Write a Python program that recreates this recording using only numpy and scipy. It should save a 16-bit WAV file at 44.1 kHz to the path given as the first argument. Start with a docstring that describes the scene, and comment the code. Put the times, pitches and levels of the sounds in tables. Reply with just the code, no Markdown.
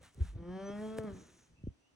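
"""A low rumble of air, soft thumps and rustling fleece come first, as an alpaca pushes its muzzle up to
a camera in a hay-filled shelter. It gives one nasal hum, a buzz shaped by its throat and nose, that
rises slowly and sags at the end. Its nostrils whistle briefly, and one nudge makes a sharp click.
Breath hisses out as the hum fades, and faint, far birds chirp around the last few nudges."""
import sys
import numpy as np
from scipy import signal
from scipy.fft import rfft, irfft, next_fast_len
from scipy.io import wavfile
from scipy.ndimage import map_coordinates

SR = 44100
rng = np.random.default_rng(int(sys.argv[2]) if len(sys.argv) > 2 else 0)


def put_to_file(sound):
    """Save the sound as 16-bit audio at rate SR, in the file named by the first command-line argument."""
    columns = np.atleast_2d(sound).T  # one column per channel
    safe = np.clip(columns, -1, 1)
    whole_steps = np.round(safe * 32767)
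    wavfile.write(sys.argv[1], SR, whole_steps.astype(np.int16))


N = 85995


def amp(db):
    """Turn decibels into a number to multiply by."""
    return 10 ** (np.asarray(db) / 20)


def unit(x):
    """Scale a sound so its average (rms) level is 1."""
    return x / np.sqrt(np.mean(x ** 2) + 1e-20)


def clock():
    """The time of each sample, in seconds."""
    return np.arange(N) / SR


def along(points, hz):
    """Read between the rows of a (Hz, value) table, on a log frequency scale."""
    freqs, values = np.transpose(points)
    return np.interp(np.log(hz + 1), np.log(freqs + 1), values)


def curves(rows):
    """Join the dots: each column after the time becomes one value per sample."""
    times, *columns = np.transpose(rows)
    return [np.interp(clock(), times, column) for column in columns]


def wobble(rate):
    """A smooth curve through `rate` random values a second."""
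    return map_coordinates(rng.standard_normal(int(N * rate / SR) + 4), [clock() * rate])


def filtered(x, response):
    """Multiply each frequency in x by response(hz)."""
    size = next_fast_len(N + SR // 2)
    return irfft(rfft(x, size) * response(np.fft.rfftfreq(size, 1 / SR)), size)[..., :N]


def ring(x, colour):
    """Pass x through a body with this (Hz, dB) tone colour."""
    size = 4096
    cepstrum = irfft(np.log(amp(along(colour, np.fft.rfftfreq(size, 1 / SR)))))
    # make the body ring only after it is struck, never before
    cepstrum[1:size // 2] *= 2
    cepstrum[size // 2 + 1:] = 0
    return signal.fftconvolve(x, irfft(np.exp(rfft(cepstrum))))[:N]


# How far the left side lags the right. Each row: frequency in Hz, lag in radians.
LEFT_LAG = [(25, -.16), (60, -.35), (200, -.62), (700, -.5), (1200, .55), (2400, -.4), (3200, 1),
            (4200, 1.36), (6000, .7), (7500, -.7), (9000, 1.46), (11000, 2.5), (15000, 2.5)]
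LEFT_RIGHT = np.array([[.5], [-.5]])


def ports(x):
    """Make stereo: a near sound reaches the microphone's two openings out of step."""
    return filtered(x, lambda hz: np.exp(-1j * along(LEFT_LAG, hz) * LEFT_RIGHT))


def noise(colour, side_db):
    """Stereo noise at level 1 with a (Hz, dB) tone colour; more side_db makes it wider."""
    mid, side = filtered(rng.standard_normal((2, N)), lambda hz: amp(along(colour, hz)))
    return unit(ports(mid) + amp(side_db) * ports(side) * [[1], [-1]])


# The swells of moving air. Each row: time in seconds, level in dB.
RUMBLE_LEVEL = [(0, -66.5), (.03, -63), (.12, -79), (.2, -48.5), (.26, -61.5), (.31, -71), (.36, -44.5),
                (.45, -57.5), (.53, -65), (.6, -65.5), (.71, -60), (.85, -63.5), (1, -62), (1.08, -65),
                (1.15, -48.5), (1.24, -68), (1.45, -75), (1.57, -66), (1.7, -65), (1.77, -80.5),
                (1.95, -84)]
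# Their deep tone. Each row: frequency in Hz, boost or cut in dB.
RUMBLE_TONE = [(15, -15), (35, -7), (70, 2.5), (130, -1.5), (220, -8), (350, -20.5), (550, -23),
               (1000, -48), (2000, -84)]


def air_rumble():
    """Air rumbles on the microphone as the alpaca moves."""
    level_db, = curves(RUMBLE_LEVEL)
    return amp(level_db + 2.7 * wobble(30.48)) * noise(RUMBLE_TONE, side_db=-24)


# The tone of the background. Each row: frequency in Hz, boost or cut in dB.
BACKGROUND_TONE = [(120, -59), (200, -18.5), (248, 3.5), (435, -9), (647, -5.5), (804, -10), (1490, -13),
                   (2900, -15.5), (3870, -18.5), (5450, -20), (10300, -25.5), (11400, -54), (15000, -33)]


def background(hiss_db=-75.5, whine_db=-90, whine_hz=5950, width_hz=300):
    """The quiet hiss of the place, with a narrow band of noise as a faint, high whine."""
    hiss = noise(BACKGROUND_TONE, side_db=0)
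    whine = filtered(rng.standard_normal(N), lambda hz: 1 / (1 + (2 * (hz - whine_hz) / width_hz) ** 2))
    return amp(hiss_db) * hiss + amp(whine_db) * unit(whine)


# Soft pushes on the camera. Each row: start in seconds, level in dB before muffling,
# first and last pitch in Hz, then glide, rise and decay times in seconds.
PUSHES = [(.009, -57, 555, 497, .01, 0.0062, 0.0045), (.029, -55, 580, 523, 0.013, 0.0016, 0.0048),
          (0.2027, -21.5, 84.3, 68, 0.011, 0.019, 0.0088), (0.24, -51.5, 202, 152, 0.022, 0.013, 0.026),
          (0.249, -43.5, 70, 54, .018, 0.011, 0.027), (0.279, -41, 51.6, 48.3, 0.018, 0.015, 0.051),
          (0.342, -43, 99, 85, 0.023, 0.014, 0.02), (.485, -46.5, 79.5, 60.3, 0.0073, 0.011, 0.0056),
          (0.699, -37, 450, 99, 0.0027, 0.00047, 0.0061), (.986, -23.5, 605, 384, 0.0033, 0.00032, 0.0018),
          (.991, -34, 202, 95, .004, 0.0023, 0.0067), (1.041, -37, 296, 111, 0.0074, .003, 0.0064),
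          (1.117, -51, 131, 79.4, .015, .012, 0.028), (1.6371, -36, 443, 87, 0.0027, 0.0045, 0.014),
          (1.6705, -31.5, 425, 85.8, 0.005, 0.0026, 0.01), (1.679, -30, 98.5, 55.6, 0.0096, 0.0087, 0.004),
          (1.703, -49, 198, 69, 0.0043, 0.0046, 0.013)]


def nudges(muffle_hz=633):
    """Each push is a few swings that drop in pitch as they die; the soft contact muffles them."""
    thumps = np.zeros(N)
    for start, db, first_hz, last_hz, glide, rise, decay in PUSHES:
        t = np.maximum(clock() - start, 0)
        cycles = last_hz * t + (first_hz - last_hz) * glide * (1 - np.exp(-t / glide))
        swell = np.sin(np.pi / 2 * np.minimum(t / rise, 1))
        fade = np.exp(-np.maximum(t - 1.1 * rise, 0) / decay)
        thumps += amp(db) * swell * fade * np.cos(2 * np.pi * cycles)
    return ports(filtered(thumps, lambda hz: 1 / (1 + (hz / muffle_hz) ** 8)))


# How long the shelter echoes. 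Each row: frequency in Hz, seconds to fade by 60 dB.
ECHO_TIMES = [(150, 0.18), (1500, 0.91), (8000, 0.027)]


def shelter(x):
    """The short echo from the roof and walls, made of fading noise."""
    hz, t, spectrum = signal.stft(rng.standard_normal((2, SR // 2)), SR, nperseg=256)
    fade = amp(-60 * t / along(ECHO_TIMES, hz)[:, None])
    tail = signal.istft(spectrum * fade, SR, nperseg=256)[1]
    return signal.fftconvolve(x[None], tail / np.linalg.norm(tail[0]), axes=1)[:, :N]


# Sharp ticks. Each row: start in seconds, strength in dB, extra dB for the body (below 5 kHz).
TICKS = [(0.031, -35, -9), (0.1462, -33.5, -22), (0.976, -40, -20), (.9805, -32.5, -2), (0.9853, -18.5, 9),
         (.9995, -35.5, -17), (1.036, -33.5, -23), (1.048, -35, -12)]
# A tick's lower body and bright edge. Each row: frequency in Hz, boost or cut in dB.
BODY_TONE = [(300, -17), (900, -2.5), (1700, 0.5), (2800, -11.5), (3800, -13), (4800, -31), (6000, -70)]
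EDGE_TONE = [(3500, -31), (4900, -5), (5600, -8.5), (7000, -15), (8400, -2), (11000, -8.5), (12200, -14),
             (15000, -4.5)]


def clicks(crackle_db=-31, crackle_s=.0022):
    """A brief, high crackle leads into the sharp click of a hard nudge; other faint ticks come and go."""
    body, edge = np.zeros((2, N))
    t = np.arange(SR // 20) / SR
    for start, db, body_db in TICKS:
        tick = amp(crackle_db) * np.exp(-t / crackle_s) * rng.laplace(size=len(t))
        tick[0] = 1  # the sharp start
        body[round(start * SR):][:len(t)] += amp(db + body_db) * tick
        edge[round(start * SR):][:len(t)] += amp(db) * tick
    return ports(ring(body, BODY_TONE) + ring(edge, EDGE_TONE))


# Swells of rustle and hiss. Each row: peak, rise and fall times in seconds,
# then low, dull and airy levels in dB. The row at 0.98 seconds is the hiss around the click.
RUSTLES = [(0.037, 0.015, 0.045, -71.5, -64.5, -65), (.145, 0.022, 0.016, -100, -100, -73),
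           (0.197, 0.023, 0.032, -56, -79, -83.5), (0.254, 0.048, 0.05, -100, -65, -65),
           (0.359, 0.023, 0.033, -62, -75, -92), (.82, 0.06, 0.15, -63, -68.5, -64.5),
           (0.98, 0.0071, 0.014, -54.5, -62, -58), (1.168, 0.11, 0.1, -59.5, -69, -70.5),
           (1.36, 0.14, 0.092, -73, -75, -72.5)]
# The tones of those three parts. Each row: frequency in Hz, boost or cut in dB.
LOW_TONE = [(80, -24), (170, -1), (310, -2.5), (430, -5.5), (600, -19), (1200, -48)]
DULL_TONE = [(300, -34), (700, 0.5), (1100, 1.5), (1600, 4), (2800, -4), (4000, -1.5), (4900, -14.5),
             (6500, -57)]
AIRY_TONE = [(3000, -4.5), (4900, -10.5), (5500, -3.5), (6500, -3.5), (8500, -6), (10300, -2), (11800, -18),
             (13800, -22), (15300, -7)]


def rustle():
    """Grainy swells as fleece brushes by, and a very short burst of hiss around the sharp click."""
    t, power = clock(), np.zeros((3, N))
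    for peak, rise, fall, *levels_db in RUSTLES:
        swell = np.exp(-((t - peak) / np.where(t < peak, rise, fall)) ** 2)
        power += amp(levels_db)[:, None] ** 2 * swell
    low, dull, airy = np.sqrt(power)
    return (low * noise(LOW_TONE, side_db=-15)
            + dull * amp(2.2 * wobble(90)) * noise(DULL_TONE, side_db=-11)
            + airy * amp(2.03 * wobble(400)) * noise(AIRY_TONE, side_db=-26.5))


# The tune of the hum. Each row: time in seconds, pitch in Hz.
HUM_PITCH = [(0.38, 166.5), (0.452, 172.1), (0.548, 187.5), (0.606, 193.6), (0.786, 208.4), (0.818, 214.7),
             (0.908, 218.4), (0.978, 220.9), (1.032, 216.6), (1.05, 219.1), (1.1, 196.1), (1.16, 183.7),
             (1.2, 189.6)]
# How hoarse it is. Each row: time in seconds, roughness from 0 to 1.
HUM_ROUGHNESS = [(.36, .3), (.45, .08), (.6, .04), (.95, .03), (1.06, .07), (1.1, .18), (1.135, .5),
                 (1.2, .6)]
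# Its three lowest harmonics (1, 2 and 3 times the pitch). Each row: time in seconds, three levels in dB.
HARMONIC_LEVELS = [(.35, -79, -75, -98), (.39, -54.5, -54.5, -63), (.41, -47, -56, -65),
                   (.445, -53.5, -54, -57.5), (.49, -45.5, -46.5, -57), (.525, -45, -51, -57.5),
                   (.572, -44.5, -48, -54.5), (.594, -64, -48.5, -49.5), (.63, -46, -52.5, -47.5),
                   (.7, -48, -44.5, -50.5), (.742, -44.5, -59.5, -50), (.8, -43, -48.5, -53.5),
                   (.835, -43, -45, -47.5), (.89, -42.5, -46, -53.5), (.96, -48, -47, -55.5),
                   (1.034, -48.5, -46, -53), (1.052, -45, -44, -52.5), (1.085, -40.5, -51.5, -52.5),
                   (1.13, -55, -53, -63.5), (1.18, -56.5, -63.5, -81), (1.24, -87, -95.5, -88)]


def hum(jitter=.0022, rough_jitter=.045, shimmer_db=.4, rough_shimmer_db=4.5):
    """The voice: three strong harmonics under a buzz. 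Pitch and level shake most at the rough ends."""
    hz, = curves(HUM_PITCH)
    rough, = curves(HUM_ROUGHNESS)
    pitch_shake = (jitter + rough_jitter * rough ** 2) * wobble(120)
    phase = 2 * np.pi * np.cumsum(hz * (1 + pitch_shake)) / SR
    low = sum(amp(db) * np.sqrt(2) * np.cos(k * phase - .94 * k * k)  # k * k smears each pulse
              for k, db in enumerate(curves(HARMONIC_LEVELS), 1))
    high = overtones(hz, phase, rough)
    sounding = np.interp(clock(), [.32, .35, 1.24, 1.28], [0, 1, 1, 0])
    level_shake = amp((shimmer_db + rough_shimmer_db * rough) * wobble(110))
    return (low + high) * sounding * level_shake


# The strength of the buzz. Each row: time in seconds, throat level in dB, nose level in dB.
BUZZ_LEVELS = [(.35, -75, -100), (.41, -69, -80), (.45, -63.5, -76.5), (.51, -57.5, -69.5),
               (0.601, -55, -64.5), (.7, -53.5, -63), (.8, -55.5, -68.5), (0.849, -55.5, -67.5),
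               (.97, -57.5, -73), (1.04, -57, -72), (1.083, -54.5, -69), (1.13, -66, -85),
               (1.22, -81, -100)]
# How throat and nose ring. Each row: frequency in Hz, boost or cut in dB.
THROAT_TONE = [(450, -66.5), (620, 1), (760, 3), (890, 3), (1020, -1), (1200, 1.5), (1400, -1),
               (1590, -6.5), (1800, -3.5), (2000, -10.5), (2250, -8.5), (2700, -28), (3300, -72.5)]
NOSE_TONE = [(2000, -64), (2600, -7), (2900, -11.5), (3230, 5), (3550, -14), (4200, -11), (4800, -16.5),
             (5200, -11), (6100, -12.5), (7400, -30), (8700, -16.5), (11000, -33.5)]


def overtones(hz, phase, rough, flutter_db=2.5, flutter_radians=.035, smear_radians=.03):
    """Harmonics 4 to 65 ring in the throat and nose; roughness trades their buzz for raspy noise."""
    stretch = (hz / 200) ** .16  # the buzz's resonances rise a little with the pitch
    orders = np.arange(4, 66)
    partials = []
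    for k in orders:
        gain = amp(flutter_db * wobble(16.1) + nasal_shift_db(k * hz))
        partials.append(gain * np.cos(k * phase - smear_radians * k * k + flutter_radians * k * wobble(22)))
    voice = np.zeros(N)
    for tone, db, breathiness in zip((THROAT_TONE, NOSE_TONE), curves(BUZZ_LEVELS), (1.05, 2.8)):
        buzz = unit(sum(amp(along(tone, k * hz / stretch)) * x for k, x in zip(orders, partials)))
        puffs = rng.standard_normal(N) * (1 + np.cos(phase))
        rasp = unit(ring(puffs, tone))
        rasp_share = np.clip(breathiness * rough, 0, 1)
        voice += amp(db) * (np.sqrt(1 - rasp_share) * buzz + np.sqrt(rasp_share) * rasp)
    return voice


# Nose resonances that swell or close for a moment.
# Each row: peak time in seconds, half length in seconds, centre in Hz, change in dB.
NOSE_CHANGES = [(.52, .04, 1680, 6), (.52, .05, 1430, -11), (.53, .07, 3280, -7), (.6, .06, 3080, 7),
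                (.65, .04, 790, 4), (.72, .04, 3250, 3), (.735, .025, 2030, 8), (.785, .022, 1890, 8.5),
                (.72, .07, 1420, 3), (.79, .025, 3280, -7), (.85, .04, 3250, 4), (.89, .07, 2100, -5),
                (1.02, .07, 870, -6), (1.0, .08, 1320, 3), (1.08, .03, 1650, 5), (1.08, .1, 3270, -5)]


def nasal_shift_db(hz, width_hz=100):
    """An overtone grows or fades briefly as the nasal passages change shape."""
    t = clock()
    return sum(db * np.exp(-((t - peak) / half_length) ** 2 - ((hz - centre) / width_hz) ** 2)
               for peak, half_length, centre, db in NOSE_CHANGES
               if hz.min() < centre + width_hz and hz.max() > centre - width_hz)


def whistle(peak_s=.6705, half_length_s=.014, peak_db=-53.5, centre_hz=6030, rise_hz_per_s=1900):
    """The nostrils give a brief, thin, slightly rising whistle during the hum."""
    t = clock() - peak_s
    hz = centre_hz + rise_hz_per_s * np.clip(t, -.05, .05) + 28 * wobble(200)
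    swell = amp(peak_db) / (1 + (t / half_length_s) ** 2)
    return swell * np.sin(2 * np.pi * np.cumsum(hz) / SR)


# The breath out as the hum ends. Each row: time in seconds, level in dB.
BREATH_LEVEL = [(1.09, -100), (1.14, -74), (1.19, -69), (1.29, -73.5), (1.43, -76), (1.52, -86),
                (1.58, -105)]
# Its thin tone. Each row: frequency in Hz, boost or cut in dB.
BREATH_TONE = [(4800, -33.5), (5600, -1), (6400, 1.5), (7000, -0.5), (7800, -13), (10000, -32.5)]


def breath():
    """Air hisses out through the nostrils, close to the microphone."""
    level_db, = curves(BREATH_LEVEL)
    return amp(level_db + 1.7 * wobble(45)) * noise(BREATH_TONE, side_db=-24)


# Faint chirps. Each row: start and length in seconds, first and last pitch in Hz, level in dB.
BIRD_NOTES = [(1.54, 0.043, 2530, 2720, -75.5), (1.598, 0.08, 2950, 3250, -83),
              (1.769, .12, 2560, 3060, -81.5)]


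def birds():
    """Far birds sing rising notes, blurred by the shelter's echo."""
    notes = np.zeros(N)
    for start, length, first_hz, last_hz, db in BIRD_NOTES:
        progress = np.clip((clock() - start) / length, 0, 1)
        hz = first_hz + (last_hz - first_hz) * progress + 90 * wobble(300)
        notes += amp(db) * np.sin(np.pi * progress) * np.sin(2 * np.pi * np.cumsum(hz) / SR)
    return shelter(notes)


# Where the voice sits. Each row: frequency in Hz, left level minus right level in dB.
VOICE_LEAN = [(200, 0), (400, 0), (650, 5.5), (1250, 1.3), (2400, 1), (8000, -0.5)]


def scene(voice_echo_db=-17.5, nudge_echo_db=-22):
    """Mix the voice, a little to the left, with the nudges, their echoes and the other sounds."""
    voice = hum() + whistle()
    thumps = nudges()
    direct = filtered(ports(voice), lambda hz: amp(along(VOICE_LEAN, hz) * LEFT_RIGHT))
    echoes = amp(voice_echo_db) * shelter(voice) + amp(nudge_echo_db) * shelter(thumps.mean(axis=0))
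    return (direct + echoes + thumps + clicks() + rustle()
            + breath() + birds() + air_rumble() + background())


def record(dry, top_hz=15900):
    """The camera keeps nothing above top_hz."""
    return filtered(dry, lambda hz: hz < top_hz)


dry = scene()
out = record(dry)
put_to_file(out)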